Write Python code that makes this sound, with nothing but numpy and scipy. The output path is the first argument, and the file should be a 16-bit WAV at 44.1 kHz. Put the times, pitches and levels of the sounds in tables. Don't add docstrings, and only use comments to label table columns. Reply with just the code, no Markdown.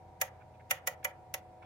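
import sys
import numpy as np
from scipy import signal
from scipy.fft import rfft, irfft
from scipy.io import wavfile
from scipy.ndimage import uniform_filter1d

SR = 44100
rng = np.random.default_rng(int(sys.argv[2]) if len(sys.argv) > 2 else 0)


def undo_db(level):
    steps = np.asarray(level, float) / 20
    return 10 ** steps


def store_pcm(level_fs):
    pcm = np.round(np.clip(level_fs, -1, 1) * 32767).astype(np.int16)
    wavfile.write(sys.argv[1], SR, np.atleast_2d(pcm).T)


N = 72765

# start in seconds, then case, panel and rattle levels in dB.
CLICKS = [
    (0.2141, -35, -28.5, -27),
    (0.71, -35, -27.5, -27),
    (0.8733, -35, -31, -29),
    (1.0467, -36.5, -29, -34),
    (1.3405, -41.5, -40, -33.5),
]
# climb in dB per ms, level in dB against the click.
SCRAPES = [(1.5, -25.5), (2.45, -12.5), (2.8, -15), (3, -17), (4.5, -27)]
SEATS = [(0.093, -2, -1.3, 0, 0.6), (1, 0.25, 2.6, 0, 1), (-2.2, -1.1, -2, 0, 1),
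         (-0.51, -0.76, -1.8, 0, -1.7), (-0.67, 1, 0.89, 2.5, -1.3)]
SEAT_HZ = [900, 1350, 2900, 4600, 15000]
SEAT_FLAT_HZ = [550, 2000, 6400, 11500]
# pitch in Hz, level in dB.
CASE = [(520, 2), (591, 2.5), (750, 3), (900, -3), (945, -1.5), (1095, -8)]
# pitch in Hz, level in dB.
PANEL = [(1180, -10), (1320, -7.5), (1400, -10), (1480, -10), (1720, -4), (1810, -4), (1930, 3), (1995, 0),
         (2160, -5), (2350, -2), (2430, -4), (2610, -16), (2930, -7), (3210, -16)]
# pitch in Hz, level in dB.
SPRING = [(3360, -1), (3760, -16), (6210, 6.5), (6620, 12), (9900, -11), (11750, -2)]
# frequency in Hz, level in dB per Hz.
CRACK = [(1200, -9), (2600, 0), (4200, -10.5), (6400, -0.5), (8200, -10.5), (11800, 0), (13200, -6),
         (16000, -4.5)]
# frequency in Hz, phase in turns.
APART = [(600, .04), (1000, .15), (1400, .32), (4000, .4)]
# frequency in Hz, left minus right in dB.
LEAN = [(180, -3.5), (550, -6.5), (1000, -4), (2000, -5), (3200, 3.5), (5000, 0.5), (15000, -0.5)]
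# start in seconds, level in dB, length in seconds, pitch in Hz.
CREAKS = [(.398, -68, .012, 1900), (.408, -66, .016, 1400), (.410, -65, .014, 2300),
          (.457, -72, .003, 5500), (.538, -69, .022, 2800), (.598, -61, .016, 2050),
          (1.028, -58, .007, 2000), (1.620, -57, .014, 1000), (1.619, -61, .014, 2000),
          (1.633, -65, .017, 2650), (1.633, -69, .017, 1500)]
# frequency in Hz, time to fall by 60 dB in seconds.
ROOM = [(500, 0.9), (1100, 0.49), (2000, 0.26), (3000, 0.34), (6400, 0.19), (14000, 0.16)]
# multiple of the shaft speed, level in dB.
FAN = [(7, -17), (13, -11), (16, -15), (17, -19), (19, -9), (20, -12), (22, -17), (23, -13), (24, -7),
       (25, -18), (27, -17), (28, 0), (29, -7), (30, -8), (31, -21), (32, -11), (34, -18), (35, -13),
       (36, -8), (37, -14), (38, -15), (40, -25), (44, -27)]
# pitch in Hz, width in Hz, level in dB, steady share from 0 to 1.
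DRONES = [(88.3, 0.67, -61, 1), (120.3, 14, -66.5, 0.0066), (150.1, 10.6, -71.5, 0.18)]
# frequency in Hz, likeness up to 1.
SAME = [(60, .94), (180, .92), (350, .75), (700, .86), (1500, .35), (3000, 0)]
# frequency in Hz, level in dB per Hz.
AIR = [(20, -41), (45, -16), (100, 5), (170, -6.5), (300, -9), (600, -14), (1000, -13), (1150, -32.5)]
# frequency in Hz, level in dB per Hz.
HISS = [(680, -45), (1150, 1.5), (1930, -1.5), (2290, -2.5), (2790, -9.5), (9030, -18), (15800, -25.5)]

EARLY_S = .02


def evened(x):
    return x / np.sqrt(np.mean(x ** 2) + 1e-20)


def sized(x):
    return x * np.sqrt(.01 * SR * len(x)) / np.linalg.norm(x)


def read(points, hz):
    f, value = np.transpose(points)
    return np.interp(np.log(hz + 1), np.log(f + 1), value)


def add(mix, s, sound):
    part = mix[..., round(s * SR):][..., :sound.shape[-1]]
    part += sound[..., :part.shape[-1]]


def colour(x, db_of):
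    hz = abs(np.fft.fftfreq(4096, 1 / SR))
    log = np.log(undo_db(np.maximum(db_of(hz), -100)))
    taps = np.fft.ifft(np.exp(np.conj(signal.hilbert(log)))).real[:2048]
    return signal.oaconvolve(x, taps)[:len(x)]


def resonate(x, hz, width):
    turn = np.exp(2j * np.pi * hz * np.arange(x.shape[-1]) / SR)
    r = np.exp(-np.pi * width / SR)
    return 2 * (turn * signal.lfilter([1 - r], [1, -r], x / turn)).real


def bass(x):
    return signal.sosfiltfilt(signal.butter(2, 800, fs=SR, output="sos"), x)


def lean(left, right):
    return np.array([colour(left, lambda hz: read(LEAN, hz) / 2),
                     colour(right, lambda hz: -read(LEAN, hz) / 2)])


def snap(case_db, panel_db, rattle_db, climb, scrape_db, seat_db):
    rise_s, hold_s = .0015, .0015
    rattle_t60, settle_t60, blow_t60 = .031, .024, .017
    case_t60, panel_t60, spring_t60 = .14, .047, .015
    case_lag_s, panel_lag_s = .001, .0008
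    slips_per_s, spread_db, shared = 14000, 2.5, .45
    t = np.arange(9000) / SR - EARLY_S
    seat = sorted(list(zip(SEAT_HZ, seat_db)) + [(hz, 0) for hz in SEAT_FLAT_HZ])

    after = np.maximum(t - hold_s, 0)
    up = np.clip(1 + t / rise_s, 0, 1) ** 2
    hit = up * (undo_db(-60 * after / rattle_t60) + undo_db(-26.5 - 60 * after / settle_t60))
    scrape = undo_db(scrape_db + climb * 1000 * np.minimum(t + rise_s, 0)) * (t < 0)

    chance, sign, size = rng.random((len(t), 3, 3)).T
    slips = (chance < slips_per_s / SR) * np.sign(sign - .5) * undo_db(-spread_db * np.log(1 - size))
    pair = np.sqrt(shared) * slips[0] + np.sqrt(1 - shared) * slips[1:]
    pair = rfft(pair * (hit + scrape))
    smooth_power = uniform_filter1d(abs(pair) ** 2, size=160, axis=1)
    pair = irfft(pair / np.sqrt(smooth_power), len(t))
    crack = [colour(x, lambda hz: read(CRACK, hz) + read(seat, hz)) for x in pair]
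    crack = sized(np.array(crack))

    blow = slips[0] * (up * undo_db(-60 * after / blow_t60) + scrape)
    blow = np.roll(blow, round(panel_lag_s * SR))
    thump = 1. * (np.arange(len(t)) == round((EARLY_S + case_lag_s) * SR))
    sound = undo_db(case_db - 1) * ring(CASE, case_t60, thump, seat)
    sound = sound + undo_db(panel_db + 2) * ring(PANEL, panel_t60, blow, seat)
    sound = sound + undo_db(rattle_db) * crack
    sound = sound + undo_db(rattle_db - 8.5) * ring(SPRING, spring_t60, slips[0] * hit, seat)
    return lean(*sound)


def ring(modes, t60, knocks, seat):
    drift, spread_db = .0067, 1.47
    t, out = np.arange(len(knocks)) / SR, 0
    luck = rng.standard_normal((len(modes), 3))
    for k, ((hz, db), u) in enumerate(zip(modes, luck)):
        skew = read(APART, hz) * (1 + .3 * u[2]) * np.array([[.5], [-.5]])
        turns = hz * (1 + drift * u[1]) * t + k / 2 + skew
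        mode = undo_db(-60 * t / t60) * np.sin(2 * np.pi * turns)
        rung = signal.fftconvolve(knocks[None], mode, axes=1)[:, :len(t)]
        out = out + undo_db(db + read(seat, hz) + spread_db * u[0]) * sized(rung)
    return out / np.linalg.norm(undo_db(np.transpose(modes)[1]))


def blended(sound):
    power = uniform_filter1d((abs(rfft(sound)) ** 2).mean(0), size=30)
    return np.roll(irfft(np.sqrt(abs(power)), sound.shape[1]), round(.023 * SR))


def creak(level_db, length, hz):
    width = .5 * hz
    t = np.arange(3000) / SR
    slips = abs(rng.standard_normal(len(t))) * rng.standard_normal(len(t)) * (t < length)
    sound = resonate(resonate(slips, hz, width), hz, width)
    return undo_db(level_db) * sound / np.sqrt(np.sum(sound ** 2) / (length * SR))


def bench(x):
    fade_s, left_late_s, level_db = .0016, .00052, -2
    t = np.arange(600) / SR
    taps = rng.standard_normal((2, 600)) * (rng.random((2, 600)) < .25)
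    taps = taps * np.exp(-t / fade_s) * (t > .0003)
    taps = undo_db(level_db) * taps / np.linalg.norm(taps, axis=1)[:, None]
    taps[:, 0] = 1
    left, right = signal.oaconvolve(x[None], taps, axes=1)[:, :N]
    low = bass(left)
    left = low + np.roll(left - low, round(left_late_s * SR))
    return lean(left, right)


def room(x):
    gap_s = .0024
    out, t = np.zeros((2, N)), np.arange(N) / SR
    for k in range(3):
        hz, s, z = signal.stft(rng.standard_normal((2, SR // 2)), SR, nperseg=128)
        fading = z * undo_db(-60 * s / read(ROOM, hz)[:, None])
        tail = signal.istft(fading, SR, nperseg=128)[1]
        tail = tail * np.clip(t[:tail.shape[1]] / gap_s, 0, 1)
        turn = np.sqrt(2 / 3) * np.cos(np.pi * (t / .5 + k / 3))
        out += signal.fftconvolve((x * turn)[None], tail / np.linalg.norm(tail[0]), axes=1)[:, :N]
    return out


def fan():
    shaft_hz, level_db, wobble_db = 26.29, -61, 3
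    twist = .17
    t, out = np.arange(N) / SR, np.zeros((2, N))
    for order, db in FAN:
        u = rng.random(4)
        hz = order * shaft_hz
        wobble = wobble_db * np.sin(2 * np.pi * ((.5 + 2 * u[0]) * t + u[1]))
        skew = np.arccos(np.clip(read(SAME, hz), -1, 1)) * np.sign(u[3] - .5)
        turns = hz * t + twist * order ** 2 + .31 * u[2]
        out += undo_db(db + wobble) * np.sin(2 * np.pi * turns + skew * np.array([[.5], [-.5]]))
    out = out * np.sqrt(2) * undo_db(level_db - max(db for _, db in FAN))
    for hz, width, db, steady in DRONES:
        a, b, c = rng.standard_normal((3, N))
        pair = np.array([a + .22 * b, a + .29 * c])
        fuzz = evened(resonate(resonate(pair, hz, width), hz, width))
        out += undo_db(db) * (steady * np.sin(2 * np.pi * hz * t) + (1 - steady) * fuzz)
    return out


def noise(shape, patchy_db):
    frames, hz = N // 256 + 5, np.fft.rfftfreq(1024, 1 / SR)
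    a, b, c, d, patch = rng.standard_normal((frames, 513, 5)).T
    patch = uniform_filter1d(patch, size=14, axis=0)
    patch = evened(uniform_filter1d(patch, size=6, axis=1))
    same = np.clip(read(SAME, hz), -1, 1)[:, None]
    left = a + 1j * b
    right = same * left + np.sqrt(1 - same ** 2) * (c + 1j * d)
    z = np.array([left, right]) * undo_db(read(shape, hz)[:, None] + patchy_db * patch)
    return evened(signal.istft(z, nperseg=1024, noverlap=768)[1][:, :N])


def scene():
    switch, fingers = np.zeros((3, N)), np.zeros(N)
    for (s, *levels), scrape, seat in zip(CLICKS, SCRAPES, SEATS):
        sound = snap(*levels, *scrape, seat)
        add(switch, s - EARLY_S, np.vstack([sound, blended(sound)]))
    for s, *rest in CREAKS:
        add(fingers, s, creak(*rest))
    switch = signal.sosfilt(signal.butter(4, 430, "high", fs=SR, output="sos"), switch)
    left, right = switch[:2] + bench(fingers) + undo_db(-14.5) * room(switch[2] + fingers)
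    side = (left - right) / 2
    side = side - .7 * bass(side)
    heard = (left + right) / 2 + side * np.array([[1], [-1]])
    air = undo_db(-62.5) * noise(AIR + [(1800, -74.5)], patchy_db=1.2)
    return heard + fan() + air


def top_cut(x):
    return signal.sosfilt(signal.butter(12, 16980, fs=SR, output="sos"), x)


def record(dry):
    gate_db, knee_db, depth_db, gate_s = -64, 5, -18, .008
    high = signal.sosfiltfilt(signal.butter(2, 2500, "high", fs=SR, output="sos"), dry)
    power = abs(uniform_filter1d((high ** 2).mean(0), round(gate_s * SR)))
    level_db = 10 * np.log10(power + 1e-12)
    shut = np.clip((gate_db - level_db) / knee_db, 0, 1)
    hiss = undo_db(-72.5) * noise([(700, -46.5)] + HISS, patchy_db=.8)
    gated = dry - high * (1 - undo_db(depth_db * shut)) + hiss
    edged = signal.oaconvolve(gated, signal.firwin(255, 16050, fs=SR)[None], "same")
    mix = edged + .022 * (gated - edged)
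    return top_cut(mix)


dry = scene()
out = record(dry)
store_pcm(out)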